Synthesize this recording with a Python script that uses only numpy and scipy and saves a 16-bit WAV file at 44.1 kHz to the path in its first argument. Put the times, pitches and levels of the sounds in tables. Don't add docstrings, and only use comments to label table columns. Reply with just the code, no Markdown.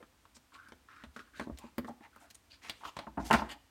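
import sys
import numpy as np
from scipy import signal
from scipy.fft import rfft, irfft
from scipy.io import wavfile
from scipy.ndimage import uniform_filter1d, map_coordinates

SR = 44100
rng = np.random.default_rng(int(sys.argv[2]) if len(sys.argv) > 2 else 0)


def unload_wav(signal):
    wavfile.write(
        sys.argv[1],
        SR,
        np.round(np.clip(np.atleast_2d(signal).T, -1, 1) * 32767).astype(np.int16),
    )


N = 163170

# frequency in Hz, relative level in dB.
FLOOR_SPECTRUM = [(15, -31), (25, -6.5), (69, 5.5), (172, -10), (278, -3.5), (394, -13.5), (856, -12),
                  (1090, -12.5), (10300, -22.5), (15000, -21)]
FLOOR_DB = -61.5
# frequency in Hz, level in dB relative to the direct sound.
ROOM_SPECTRUM = [(100, -13), (250, -12), (500, -13.5), (1000, -14), (3000, -15.5), (12000, -19)]
# frequency in Hz, level in dB relative to the direct sound.
EARLY_SPECTRUM = [(250, -8), (700, -7), (3000, -10.5), (12000, -14)]
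ROOM_T60_S, EARLY_T60_S, REFLECTION_DELAY_S = 0.52, 0.071, 0.004
# frequency in Hz, gain in dB.
MICROPHONE_RESPONSE = [(3000, -5.5), (7000, -6.5), (9600, -6), (10300, -12.5), (11300, -8), (16000, -14)]
LOW_CUT_HZ, CUTOFF_HZ = 38.4, 16200

# start in seconds, length in seconds, level in dB, centre in Hz, sharpness of the resonance.
SLIDES = [(0.343, 0.028, -54, 7100, 1.6), (0.531, 0.033, -54.5, 3400, 1.3),
          (1.127, 0.085, -61.5, 6000, 0.67), (1.343, 0.085, -49.5, 2950, 1.3),
          (1.582, 0.1, -59.5, 2500, 0.96), (1.867, 0.026, -55, 6950, 0.33), (2.018, 0.041, -54, 2340, 1.45),
          (2.188, 0.06, -60, 9000, 0.37), (2.3, 0.013, -48.5, 6200, 0.81), (2.344, 0.012, -48, 9300, 2.1),
          (2.496, 0.055, -52.5, 4530, 2.2), (2.61, 0.1, -47, 2100, 0.98), (2.706, 0.2, -60, 3000, 1),
          (2.833, 0.054, -44.5, 2740, 1), (2.954, 0.061, -51, 3570, 1.65), (3.189, 0.055, -55, 5440, 1),
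          (3.239, 0.055, -43, 4500, 0.42), (3.338, 0.065, -45, 4800, 1.3), (3.485, 0.043, -40, 2970, 1.14)]
# ratio to the centre, relative level in dB (for slides, times sharpness).
SLIDE_SHAPE = [(.05, -6), (.25, -5), (.55, -1.5), (1, 1), (1.6, -6.5), (2.6, -10.5), (6, -20)]
SLIDE_SWELL, SLIDE_FADE = 0.21, 0.42
# start in seconds, length in seconds, level in dB, mid-stroke resonance in Hz.
RUBS = [(0.0, 0.0061, -44.5, 553), (0.517, 0.065, -54, 1140), (0.575, 0.13, -53, 1460),
        (0.881, 0.17, -53.5, 1420), (1.161, 0.13, -62, 1480), (1.332, 0.067, -52.5, 1690),
        (1.586, 0.094, -56, 1020), (1.874, 0.039, -45, 770), (2.006, 0.061, -53, 806),
        (2.125, 0.15, -61, 1400), (2.201, 0.049, -54.5, 760), (2.803, 0.091, -50, 920),
        (2.99, 0.056, -49.5, 820), (3.185, 0.1, -46.5, 780), (3.36, 0.0973, -43, 880),
        (3.501, 0.062, -50.5, 820)]
# ratio to the resonance, relative level in dB.
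RUB_SHAPE = [(.15, -22.5), (.5, -17), (.8, 4), (1, 12), (1.4, -4), (3, -13.5), (10, -37)]
RUB_ATTACK_S, RUB_RELEASE_S = 0.0054, 0.018
RUB_GLIDE_PER_S = 0.495
RUB_BOARD_DB, RUB_BOARD_HZ = 6.5, 273
CRINKLES_PER_S, CRINKLE_DB = 650, -6
CRINKLE_SPREAD_DB, CRINKLE_T60_S = 2.5, 0.012
BEND_RIPPLE_DB, BEND_PEAKS_PER_OCTAVE = 2.5, 5.95
# start in seconds, level in dB.
CATCHES = [(0.552, -52.5), (0.964, -53), (1.014, -58), (1.163, -40.5), (1.193, -42)]
CATCH_HZ, CATCH_T60_S = 1460, 0.059

# start in seconds, level in dB.
THUDS = [(0.741, -55.5), (1.066, -45.5), (1.514, -36.5)]
# frequency in Hz, relative level in dB, share of the table's t60.
TABLE_MODES = [(69, 6, 1), (129, -15, 0.3)]
TABLE_T60_S = 0.13
# start in seconds, book board level in dB,
# board t60 under the finger in seconds, paper tap level in dB, top of the tap in Hz.
KNOCKS = [(0.026, -58, 0.034, -48.5, 2780), (0.366, -54, 0.13, -56, 6000), (0.685, -59, 0.062, -54.5, 7060),
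          (0.72, -48.5, 0.12, -45, 3370), (1.037, -44, 0.055, -44, 3420), (1.163, -43, 0.084, -45, 4680),
          (1.191, -53, 0.053, -49, 3130), (1.396, -36.5, 0.045, -31.5, 3180),
          (1.411, -33.5, .09, -38.5, 1480), (1.471, -37, 0.028, -41.5, 750),
          (1.497, -35, 0.037, -40.5, 740), (1.64, -39.5, 0.11, -49, 890), (1.781, -25.5, 0.14, -32.5, 3500),
          (1.845, -39.5, 0.065, -41, 2650), (1.88, -50, 0.072, -42.5, 1350), (1.892, -37, 0.13, -49, 1320),
          (2.007, -49.5, 0.082, -55, 1810), (2.161, -66, .05, -49, 1800)]
# frequency in Hz, relative level in dB, share of the knock's t60.
BOARD_MODES = [(85, -17, 1), (160, -10, .5), (248, 0, 1), (330, -4, .3), (440, -5, .4), (560, -4, .35)]
BOARD_DETUNE = 0.018
# frequency in Hz, relative level in dB.
TAP_SPECTRUM = [(100, -16.5), (300, 7), (520, 2.5), (750, -1), (1000, 3), (1500, 1), (2500, -6),
                (5000, -5.5), (15000, 6.5)]
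TAP_T60_S, TAP_CLICK, TAP_RISE_S = 0.042, 0.73, 0.00291

# start in seconds, level in dB, centre in Hz, sharpness of the resonance.
SNAPS = [(0.253, -53.5, 1260, 1.33), (1.574, -51, 4800, 0.98), (1.586, -44.5, 7900, 0.37),
         (1.7806, -38, 15200, 5.1), (2.16, -58.5, 14000, 0.74), (2.696, -31, 3900, 1.3),
         (2.835, -41.5, 1220, 2.6), (2.851, -34.5, 1200, 1.63), (2.881, -43, 1160, 4.1),
         (2.967, -34.5, 1060, 1.02), (2.989, -34.5, 1140, 1)]
# ratio to the centre, relative level in dB (times the sharpness).
SNAP_SHAPE = [(.06, -7.5), (.4, -7.5), (.75, -0.5), (1.1, -0.5), (1.6, -10.5), (3.5, -13), (11, -32)]
SNAP_T60_S, SNAP_CLICK, SNAP_RISE_S = 0.033, 0.55, 0.0014
# start in seconds, sheet level in dB, top of the sheet sound in Hz, push of air in dB.
FLOPS = [(3.068, -37, 1210, -46), (3.172, -35, 1190, -30), (3.177, -27, 1070, -32.5),
         (3.198, -32.5, 1020, -55), (3.302, -26.5, 1360, -52), (3.309, -13.5, 2720, -27),
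         (3.317, -22, 1390, -28.5), (3.324, -21.5, 1400, -50), (3.336, -17, 2170, -47),
         (3.344, -16.5, 1410, -43), (3.351, -32.5, 4020, -45), (3.394, -30, 1800, -52),
         (3.419, -28, 1330, -47)]
# frequency in Hz, relative level in dB.
SHEET_SPECTRUM = [(80, -29), (170, -4), (240, 2.5), (370, -7), (480, -12), (660, -2), (790, -3), (920, 5),
                  (1060, 2), (1130, -7.5), (1400, -1.5), (2300, -12.5), (2850, -5.5), (3500, -21.5),
                  (15000, 3)]
# frequency in Hz, relative level in dB.
AIR_PUSH_SPECTRUM = [(30, -29.5), (58, 9), (85, 1), (125, -7), (170, -2), (240, 5.5), (330, 0.5),
                     (500, -33.5), (6000, -56.5)]
FLOP_T60_S, FLOP_CLICK, FLOP_RISE_S, PUSH_T60_S = 0.043, 0.37, 0.002, 0.28
CRACK_S, CRACK_DB, CRACK_CENTRE_HZ, CRACK_T60_S = 3.327, -20.5, 2060, 0.12
SPREAD_S = 0.0064

LEVEL_WINDOW_S = 0.01
SIZE = 16384
T = np.arange(SIZE) / SR
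HZ = np.maximum(np.arange(SIZE // 2 + 1) * SR / SIZE, 1)


def from_db(db):
    return 10 ** (np.asarray(db) / 20)


def rms_one(x):
    return x / np.sqrt(np.mean(x ** 2) + 1e-20)


def unit_hit(x):
    return x * np.sqrt(LEVEL_WINDOW_S * SR / np.sum(x ** 2))


def add(out, start_s, x):
    i = max(int(start_s * SR), 0)
    out[i:i + len(x)] += x[:max(N - i, 0)]


def gains(points, centre_hz=1):
    ratio, db = np.transpose(points)
    return from_db(np.interp(np.log(HZ / centre_hz), np.log(ratio), db))


def below(top_hz, steepness):
    return 1 / np.sqrt(1 + (HZ / top_hz) ** (2 * steepness))


def colour(x, gain):
    cepstrum = irfft(np.log(gain + 1e-6))
    cepstrum[1:SIZE // 2] *= 2
    cepstrum[SIZE // 2 + 1:] = 0
    response = irfft(np.exp(rfft(cepstrum)))
    return signal.fftconvolve(x, response)[:len(x)]


def dying(t60):
    return np.exp(-np.log(1000) * T / t60)


def flutter(t60, rise=1e-5):
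    noise = rng.standard_normal(SIZE) * dying(t60) * np.minimum(T / rise, 1)
    spectrum = rfft(noise)
    power = uniform_filter1d(np.abs(spectrum) ** 2, size=48)
    return irfft(spectrum / np.sqrt(power)) * (T < T[-1] / 2)


def hit(gain, t60, click=0, rise=1e-5):
    x = flutter(t60, rise)
    x[int(rise * SR / 2)] += click
    return unit_hit(colour(x, gain))


def ring(modes, t60):
    x = np.zeros(SIZE)
    for hz, db, share in modes:
        gain = from_db(db + rng.normal(0, 1))
        pitch = hz * rng.normal(1, BOARD_DETUNE)
        x += gain * np.sin(2 * np.pi * pitch * T) * dying(t60 * share)
    return unit_hit(x * np.minimum(T / TAP_RISE_S, 1))


def bend():
    place = BEND_PEAKS_PER_OCTAVE * np.log2(1 + HZ / 1000)
    return from_db(BEND_RIPPLE_DB * np.interp(place, np.arange(SIZE), rng.standard_normal(SIZE)))


def crinkles(count=256):
    out, t = np.zeros(N), T[:count]
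    decay = from_db(-60 * t / CRINKLE_T60_S)
    for moment, size, pitch in rng.random((count, 3)) * [count / CRINKLES_PER_S, 1, CUTOFF_HZ]:
        strength = from_db(CRINKLE_SPREAD_DB * np.minimum(-np.log(size), np.pi))
        add(out, moment, strength * np.sin(2 * np.pi * pitch * t) * decay)
    return rms_one(out[:SIZE])


def friction(length, attack, release, gain, grain_db, grains_per_s):
    grain = np.interp(T * grains_per_s, np.arange(SIZE), rng.standard_normal(SIZE))
    slips = rms_one(rng.standard_normal(SIZE) * from_db(grain_db * grain))
    force = slips + from_db(CRINKLE_DB) * crinkles()
    swell = 1 - np.exp(-(T / attack) ** 2)
    fade = np.exp(-(np.maximum(T - length + release / 2, 0) / release) ** 2)
    return swell * fade * rms_one(colour(force, gain * bend()))


def background_noise():
    noise = rng.standard_normal(N + SIZE)
    settled = colour(noise, gains(FLOOR_SPECTRUM))[SIZE:]
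    return from_db(FLOOR_DB) * rms_one(settled)


def room(x):
    early = colour(flutter(EARLY_T60_S), gains(EARLY_SPECTRUM))
    tail = colour(flutter(ROOM_T60_S), gains(ROOM_SPECTRUM))
    out = x.copy()
    add(out, REFLECTION_DELAY_S, signal.fftconvolve(x, early + tail)[:N])
    return out


def thuds():
    out = np.zeros(N)
    for start, db in THUDS:
        add(out, start, from_db(db) * ring(TABLE_MODES, TABLE_T60_S))
    return out


def knocks():
    out = np.zeros(N)
    for start, board_db, t60, tap_db, top_hz in KNOCKS:
        tap_gain = gains(TAP_SPECTRUM) * below(top_hz, steepness=2.98) * bend()
        tap = hit(tap_gain, TAP_T60_S, TAP_CLICK, TAP_RISE_S)
        add(out, start, from_db(board_db) * ring(BOARD_MODES, t60) + from_db(tap_db) * tap)
    return out


def catches():
    out = np.zeros(N)
    for start, db in CATCHES:
        add(out, start, from_db(db) * hit(gains(RUB_SHAPE, CATCH_HZ), CATCH_T60_S, SNAP_CLICK))
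    return out


def rubs():
    out = np.zeros(N)
    board = from_db(RUB_BOARD_DB) / (1 + (10 * np.log(HZ / RUB_BOARD_HZ)) ** 2)
    for start, length, db, hz in RUBS:
        gain = gains(RUB_SHAPE, hz) + board
        rub = friction(length, RUB_ATTACK_S, RUB_RELEASE_S, gain, grain_db=3.5, grains_per_s=520)
        read_at = SR * T * (1 + RUB_GLIDE_PER_S * (T - length) / 2)
        add(out, start, from_db(db) * map_coordinates(rub, [read_at]))
    return out


def slides():
    out = np.zeros(N)
    for start, length, db, hz, sharpness in SLIDES:
        gain = gains(SLIDE_SHAPE, hz) ** sharpness
        attack, release = SLIDE_SWELL * length, SLIDE_FADE * length
        slide = friction(length, attack, release, gain, grain_db=2.5, grains_per_s=380)
        add(out, start, from_db(db) * slide)
    return out


def snaps():
    out = np.zeros(N)
    for start, db, centre_hz, sharpness in SNAPS:
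        gain = gains(SNAP_SHAPE, centre_hz) ** sharpness * bend()
        add(out, start, from_db(db) * hit(gain, SNAP_T60_S, SNAP_CLICK, SNAP_RISE_S))
    return out


def flops():
    out = np.zeros(N)
    for start, db, top_hz, push_db in FLOPS:
        sheet_gain = gains(SHEET_SPECTRUM) * below(top_hz, steepness=2.77)
        sheet = hit(sheet_gain, FLOP_T60_S, FLOP_CLICK, FLOP_RISE_S)
        push = hit(gains(AIR_PUSH_SPECTRUM), PUSH_T60_S)
        add(out, start, from_db(db) * sheet + from_db(push_db) * push)
    return out


def crack():
    out = np.zeros(N)
    whip = hit(gains(SLIDE_SHAPE, CRACK_CENTRE_HZ), CRACK_T60_S, click=0.55)
    dispersion = np.exp(-4j * np.pi * SPREAD_S * np.sqrt(1000 * HZ))
    add(out, CRACK_S, from_db(CRACK_DB) * irfft(rfft(whip) * dispersion))
    return out


def scene():
    book = thuds() + knocks()
    hand = catches() + rubs() + slides()
    sheet = snaps() + flops() + crack()
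    return (background_noise() + room(book + hand + sheet))[None]


def record(dry):
    low_cut = 1 / np.sqrt(1 + (LOW_CUT_HZ / HZ) ** 8)
    x = colour(dry[0], gains(MICROPHONE_RESPONSE) * low_cut)
    top_cut = signal.ellip(10, 0.1, 70, CUTOFF_HZ, fs=SR, output="sos")
    return signal.sosfilt(top_cut, x)[None]


dry = scene()
out = record(dry)
unload_wav(out)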